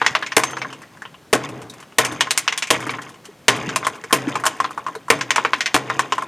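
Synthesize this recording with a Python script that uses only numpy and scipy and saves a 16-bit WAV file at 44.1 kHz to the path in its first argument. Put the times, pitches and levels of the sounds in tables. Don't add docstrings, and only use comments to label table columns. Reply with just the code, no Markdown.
import sys
import numpy as np
from scipy import signal
from scipy.fft import rfft, irfft, next_fast_len
from scipy.io import wavfile
from scipy.ndimage import uniform_filter1d

SR = 44100
rng = np.random.default_rng(int(sys.argv[2]) if len(sys.argv) > 2 else 0)


def store_pcm(level_fs):
    pcm = np.round(np.clip(level_fs, -1, 1) * 32767).astype(np.int16)
    wavfile.write(sys.argv[1], SR, np.atleast_2d(pcm).T)


N = 276507
TIME = np.arange(N) / SR

# start_s, thud_db, knock_db, clack_db, snap_db, crunch_s, ring_hz, rock_s, rock_db, grit_db
BLOWS = [(0.3662, -21.5, -19, -21, -22, 0.0045, 1600, 0.31, -41.5, -42.5),
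         (1.3287, -19.5, -21, -22.5, -26, 0.0082, 1530, 0.25, -36.5, -40.5),
         (1.9843, -30, -19, -21.5, -22, 0.0048, 1960, 0.17, -37, -36.5),
         (2.7044, -25, -23, -21.5, -24.5, 0.0014, 3320, 0.22, -37, -36.5),
         (3.4821, -26.5, -21, -16, -21.5, 0.0012, 1720, 0.24, -34, -34.5),
         (4.127, -23.5, -19.5, -23, -22.5, 0.0025, 2800, 0.2, -35, -35),
         (5.1022, -28.5, -16.5, -21.5, -24.5, 0.00067, 2100, 0.083, -36, -36.5),
         (5.7433, -25.5, -19, -22.5, -26.5, 0.002, 2310, 0.24, -37.5, -41)]
# start_s, knock_db, clack_db, snap_db, ring_hz
PIECES = [(0.016, -18, -29.5, -57, 1900), (0.045, -31.5, -36, -60, 1860),
          (0.0638, -21.5, -16.5, -25.5, 2070), (0.151, -19.5, -20.5, -38, 1880),
          (0.225, -28.5, -29, -58, 1740), (0.264, -42, -31.5, -39.5, 2200),
          (0.32, -34.5, -28.5, -39.5, 1900), (0.436, -21.5, -26, -28.5, 2200),
          (0.533, -32.5, -43, -66, 3160), (0.5686, -29.5, -38.5, -46.5, 1970),
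          (0.6167, -31.5, -29.5, -43, 2250), (0.6476, -30.5, -54, -70, 1700),
          (0.7274, -39, -42.5, -47, 2900), (0.832, -50, -47, -64, 1870), (1.02, -36.5, -48, -52, 1810),
          (1.053, -38.5, -44, -69, 3000), (1.1434, -48, -51, -76, 2880), (1.698, -64, -65, -41, 3700),
          (1.8023, -50, -77, -50, 2350), (2.0495, -30.5, -27.5, -27.5, 2330),
          (2.2083, -23.5, -18, -24, 3080), (2.2714, -29.5, -45, -64, 1840),
          (2.3079, -31.5, -21.5, -22, 3880), (2.376, -30.5, -23, -19, 2080), (2.478, -26.5, -19, -29, 2640),
          (2.5245, -32, -26, -34.5, 2120), (2.5766, -61, -28, -28, 3420), (2.6235, -36, -24, -30.5, 2400),
          (2.672, -52, -36, -40.5, 2360), (2.8045, -39, -54, -43, 2230), (2.8671, -31, -49, -44.5, 1950),
          (2.8935, -30.5, -28.5, -55, 2260), (2.9383, -34, -38, -62, 2220), (2.986, -32, -56, -70, 1840),
          (3.018, -48, -58, -44.5, 3170), (3.254, -48, -67, -45, 2980), (3.691, -38, -30.5, -38.5, 1650),
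          (3.76, -22, -25.5, -26, 2500), (3.8288, -31.5, -62, -67, 2200), (3.8489, -31.5, -36, -40.5, 3350),
          (3.8683, -18.5, -33.5, -30.5, 2000), (4.039, -36, -40.5, -45, 2170),
          (4.1083, -31, -55, -51, 1770), (4.355, -22, -34.5, -38.5, 2410), (4.4379, -23, -40, -42, 1090),
          (4.4544, -23, -44, -29, 2950), (4.4652, -19, -25, -22.5, 3000), (4.6019, -18, -34, -37.5, 1100),
          (4.6435, -24.5, -31, -55, 1250), (4.708, -34.5, -58, -49, 1190),
          (4.7765, -26.5, -62, -50.5, 1070), (4.865, -25, -43.5, -48.5, 1120),
          (4.8825, -27.5, -54, -55, 1070), (4.9518, -34, -49, -46.5, 4020), (5.0828, -31, -56, -50, 1120),
          (5.2104, -30, -26, -33.5, 1600), (5.3062, -22.5, -19, -26, 2030), (5.3599, -22, -23, -27, 2330),
          (5.3814, -17.5, -30, -57, 1130), (5.4495, -18.5, -25, -50, 2290),
          (5.5333, -19.5, -21.5, -60, 2100), (5.6067, -39, -22, -30, 1980), (5.6592, -42, -21.5, -30, 1960),
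          (5.9001, -21.5, -31.5, -47, 1930), (5.9933, -17, -26.5, -30, 1840),
          (6.1226, -19.5, -26.5, -34, 3030), (6.1814, -21.5, -45, -46, 1100),
          (6.222, -26, -55, -47.5, 1110)]


def from_db(db):
    return 10 ** (np.asarray(db) / 20)


def rms_one(x):
    return x / np.sqrt(np.mean(x ** 2) + 1e-20)


def evened(x, seconds):
    power = uniform_filter1d(x ** 2, max(int(seconds * SR), 1))
    return x / np.sqrt(np.abs(power) + 1e-12)


def band(x, low_hz, high_hz):
    ripple = 1e-18 * (np.arange(x.shape[-1]) % 3)
    sos = signal.butter(2, [low_hz, min(high_hz, .45 * SR)], "band", fs=SR, output="sos")
    return signal.sosfilt(sos, x + ripple)


def coloured(x, spectrum):
    hz, db = np.transpose(spectrum)
    size = next_fast_len(N)
    bins_hz = np.maximum(np.arange(size // 2 + 1) * SR / size, 1)
    gains = from_db(np.interp(np.log(bins_hz), np.log(hz), db))
    return rms_one(irfft(rfft(x, size) * gains, size)[..., :N])


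def resonate(x, hz, width_hz):
    r = np.exp(-np.pi * width_hz / SR)
    push = (x - np.r_[0, 0, x[:-2]]) * (1 - r * r) / 2
    return signal.lfilter([1], [1, -2 * r * np.cos(2 * np.pi * hz / SR), r * r], push + 1e-18)


def drift(per_s):
    knots = rng.standard_normal(N // 40)
    return np.interp(TIME * per_s, np.arange(len(knots)), knots)


def add(out, start_s, sound):
    start = round(start_s * SR)
    sound, start = sound[max(-start, 0):], max(start, 0)
    out[start:start + len(sound)] += sound[:N - start]


def air(level_db=-48.5):
    # frequency_hz, level_db
    air_tone = [(30, -24), (145, 6.5), (800, -5), (4500, -16.5), (8000, -21), (16000, -26.5)]
    return from_db(level_db) * coloured(rng.standard_normal(N), air_tone)


def spells():
    still_rocking = (-0.47, 0.416, -48, -29.5)
    return np.array([still_rocking] + [(row[0], *row[-3:]) for row in BLOWS])


def after_blows(levels_db, jolt_db, settle_db_per_s, jolt_s=0.043):
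    power, t = np.zeros(N), TIME[:2 * SR]
    for (start_s, rock_s, _, _), db in zip(spells(), levels_db):
        rocking = from_db(-settle_db_per_s * np.maximum(t - rock_s, 0))
        jolt = from_db(jolt_db) * np.exp(-t / jolt_s)
        add(power, start_s, (from_db(db) * (rocking + jolt)) ** 2)
    return np.sqrt(power)


def after_pieces(levels_db, fade_s):
    power, dying = np.zeros(N), from_db(-60 * TIME[:SR] / fade_s)
    for (start_s, *_), db in zip(PIECES, levels_db):
        add(power, start_s, (from_db(db) * dying) ** 2)
    return np.sqrt(power)


def shudder(notes, even_s):
    rubbing = band(rng.standard_normal(N + SR), low_hz=91, high_hz=2610)
    ringing = sum((-1) ** k * from_db(db) * resonate(rubbing, hz, width_hz)
                  for k, (hz, width_hz, db) in enumerate(notes))
    return evened(ringing[SR:], even_s)


def tub():
    # pitch_hz, width_hz, level_db
    boom_notes = [(119, 9.8, -1.5), (135.3, 31.6, -6.5), (87, 6.8, -16.5)]
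    rumble_notes = [(188, 14.4, -8), (257, 54, 0.5), (293, 22, 4.5), (324.3, 9.3, 4), (424.4, 52, 1.5),
                    (617, 510, -8)]
    rock_db, knock_db = spells()[:, 2], np.array(PIECES)[:, 1]
    boom = np.hypot(after_blows(rock_db - 2.5, jolt_db=0, settle_db_per_s=84),
                    after_pieces(knock_db - 26, fade_s=0.36))
    rumble = np.hypot(after_blows(rock_db + 1, jolt_db=5, settle_db_per_s=72),
                      after_pieces(knock_db - 18, fade_s=0.64))
    return boom * shudder(boom_notes, even_s=0.026) + rumble * shudder(rumble_notes, even_s=0.041)


def drum(x):
    # pitch_hz, width_hz, boost_db
    drum_notes = [(288, 102, 12), (450, 41.5, 13.5), (634, 23, 9.5), (750, 21, 6), (846, 13, 6),
                  (1052, 63, 9.5), (1200, 14, 1)]
    for hz, width_hz, boost_db in drum_notes:
        x = x + (from_db(boost_db) - 1) * resonate(x, hz, width_hz)
    return x


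def steel_tail(x, fade_s, low_hz=350, high_hz=7000):
    tail = band(rng.standard_normal(SR), low_hz, high_hz) * from_db(-60 * TIME[:SR] / fade_s)
    return signal.fftconvolve(x, tail / np.sqrt(np.sum(tail ** 2)))[:N]


def crackle(per_s, size_db, clump_db=1.5):
    sizes = from_db(size_db * np.minimum(rng.exponential(1, N), 4)) * rng.choice([-1, 1], N)
    clumps = from_db(clump_db * drift(per_s=80))
    clicks = rng.random(N) < per_s / SR
    return evened(sizes * clumps * clicks, seconds=.1)


def grit(splinter_db=-2):
    # frequency_hz, level_db
    grit_tone = [(400, -15.5), (1100, -3.5), (2200, 0.5), (4200, -8), (6500, -8), (15000, -33)]
    taps = crackle(per_s=700, size_db=1.5)
    pitches_hz = np.geomspace(700, 3600, 14)
    chosen = rng.integers(0, len(pitches_hz), N)
    bits = rms_one(sum(resonate(taps * (chosen == k) + 1e-18, hz, width_hz=134)
                       for k, hz in enumerate(pitches_hz)))
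    splinters = rms_one(band(crackle(per_s=280, size_db=4.6), low_hz=3400, high_hz=15000))
    splinters = rms_one(splinters + steel_tail(splinters, fade_s=0.0073, low_hz=3000, high_hz=15000))
    return rms_one(drum(coloured(bits + from_db(splinter_db) * splinters, grit_tone)))


def sliding_grit(fitful_db=5.0):
    sliding = after_blows(spells()[:, 3], jolt_db=7, settle_db_per_s=52)
    fits = from_db(fitful_db * drift(per_s=20))
    landing_db = np.array([max(levels_db) for _, *levels_db, _ in PIECES])
    jumping = after_pieces(landing_db - 14, fade_s=0.44)
    return np.hypot(sliding * fits, jumping) * grit()


def hit(bands, levels_db, length_s, ring_hz, ring_db, grain_db, clean_s, rebound=0):
    t = TIME[:SR // 6]
    grains = from_db(grain_db * np.repeat(rng.standard_normal(len(t) // 32 + 1), 32)[:len(t)])
    reach = np.ones(len(bands))
    reach[-1] = np.interp(levels_db[-1] - levels_db[-2], [-12, 2], [.8, 1.4])
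    clean = 1 / (1 + length_s / clean_s)
    again = t - rng.uniform(.005, 0.02)
    burst = 0.75 * clean * np.exp(-t / 0.0047) + rebound * (again > 0) * np.exp(-np.abs(again) / 0.0016)
    out = 0
    for k, ((low_hz, high_hz, fade_s, pulse_gain), db) in enumerate(zip(bands, levels_db)):
        envelope = grains * (from_db(-60 * np.maximum(t - length_s, 0) / fade_s) + burst)
        forces = np.array([envelope * rng.standard_normal(len(t)), (t == 0) * (-1.) ** k])
        scatter, pulse = band(forces, low_hz, high_hz * reach[k])
        part = rms_one(scatter) + clean * pulse_gain * rms_one(pulse)
        part = part + (from_db(ring_db) - 1) * resonate(part, ring_hz, width_hz=320)
        out = out + from_db(db) * rms_one(drum(part))
    return out * np.sqrt(SR / 50 / len(t))


def pieces(level_db=3.0):
    # low_hz, high_hz, fade_s, pulse_gain
    piece_bands = [(861, 1580, 0.05, 1.7), (1410, 3570, 0.083, 0.85), (4770, 7360, 0.076, 0.96)]
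    # level_db, length_s
    contact_lengths = [(-23, 0.0041), (-21, .0022)]
    out = np.zeros(N)
    for start_s, *levels_db, ring_hz in PIECES + chips():
        ring_db = np.interp(max(levels_db), [-42, -25], [22, 6])
        length_s = np.interp(max(levels_db), *np.transpose(contact_lengths))
        landing = hit(piece_bands, levels_db, length_s, ring_hz, ring_db,
                      grain_db=1.5, clean_s=0.0022, rebound=from_db(-12.5))
        add(out, start_s, from_db(level_db) * landing)
    return out


def bumps(rise_s=0.0047):
    # start_s, pitch_hz, level_db
    casing_bumps = [(0.111, 140, -31.5), (2.121, 302, -24), (2.868, 300, -22.5), (3.286, 410, -33.5),
                    (3.675, 200, -21), (4.04, 450, -29), (4.274, 290, -13.5), (4.961, 440, -24.5),
                    (5.381, 450, -27.5)]
    out, t = np.zeros(N), TIME[:SR // 4]
    swell = t / rise_s * np.exp(1 - t / rise_s)
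    for start_s, hz, db in casing_bumps:
        add(out, start_s, from_db(db) * swell * np.sin(2 * np.pi * hz * t))
    return out


def hammer(crack_db=7.0, shove_db=-34, give_db_per_s=1200):
    # low_hz, high_hz, fade_s, pulse_gain
    blow_bands = [(181, 920, 0.11, 0.049), (724, 2300, 0.14, 0.41), (1600, 3500, 0.057, 1),
                  (4370, 8650, 0.091, 0.88)]
    out, t = np.zeros(N), TIME[:SR // 6]
    for start_s, *levels_db, crunch_s, ring_hz, _, _, _ in BLOWS:
        crack = hit(blow_bands, levels_db, crunch_s, ring_hz, ring_db=4.5, grain_db=5.0, clean_s=0.0019)
        shove = rms_one(band(rng.standard_normal(len(t)), low_hz=36.4, high_hz=220))
        shove *= from_db(shove_db - give_db_per_s * crunch_s - 60 * t / 0.036)
        add(out, start_s, from_db(crack_db) * crack + shove)
    return out


def chips(per_blow=5, fade_db_per_s=29, spread_db=5.5):
    chip_db = np.array([-35, -44.5, -43])
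    rows = []
    for start_s, *_ in BLOWS:
        for k, (when, pitch, *colour) in enumerate(rng.random((per_blow, 5))):
            flight_s = np.interp(k + when, [0, per_blow], [0.058, 0.65])
            levels_db = chip_db - fade_db_per_s * flight_s + spread_db * (2 * np.array(colour) - 1)
            ring_hz = np.interp(pitch, [0, 1], [1700, 3190])
            rows.append((start_s + flight_s, *levels_db, ring_hz))
    return [row for row in rows if row[0] < TIME[-1]]


def pings():
    # start_s, level_db
    steel_strikes = [(.436, -29.5), (2.05, -39)]
    # pitch_hz, level_db, fade_s
    steel_notes = [(6336, 0, .5), (6356, -8, .5), (6126, -18, .5)]
    out, t = np.zeros(N), TIME[:SR]
    ring = sum(from_db(db - 60 * t / fade_s) * np.sin(2 * np.pi * hz * t)
               for hz, db, fade_s in steel_notes)
    for start_s, db in steel_strikes:
        add(out, start_s, from_db(db) * ring)
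    return out


def microphones(x, lag_samples=0.26, left_db=0.4):
    delay = (1 - lag_samples) / (1 + lag_samples)
    right = signal.lfilter([delay, 1], [1, delay], x)
    echoes = from_db(-27) * steel_tail(x, fade_s=0.042, low_hz=200, high_hz=15000)
    bass = from_db(-13) * band(x, low_hz=38.4, high_hz=124)
    side = echoes + bass
    return np.array([from_db(left_db) * x + side, from_db(-left_db) * right - side])


def scene():
    hits = hammer() + pieces()
    outdoors = air()
    steel = from_db(-20) * steel_tail(hits, fade_s=0.3) + pings()
    return microphones(hits + steel + tub() + bumps() + sliding_grit() + outdoors)


def record(dry, top_hz=14500, cut_hz=17000):
    clipped = dry / (1 + dry ** 8) ** (1 / 8)
    soft = signal.sosfilt(signal.butter(3, top_hz, fs=SR, output="sos"), clipped)
    return signal.sosfilt(signal.cheby2(14, 60, cut_hz, fs=SR, output="sos"), soft)


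dry = scene()
out = record(dry)
store_pcm(out)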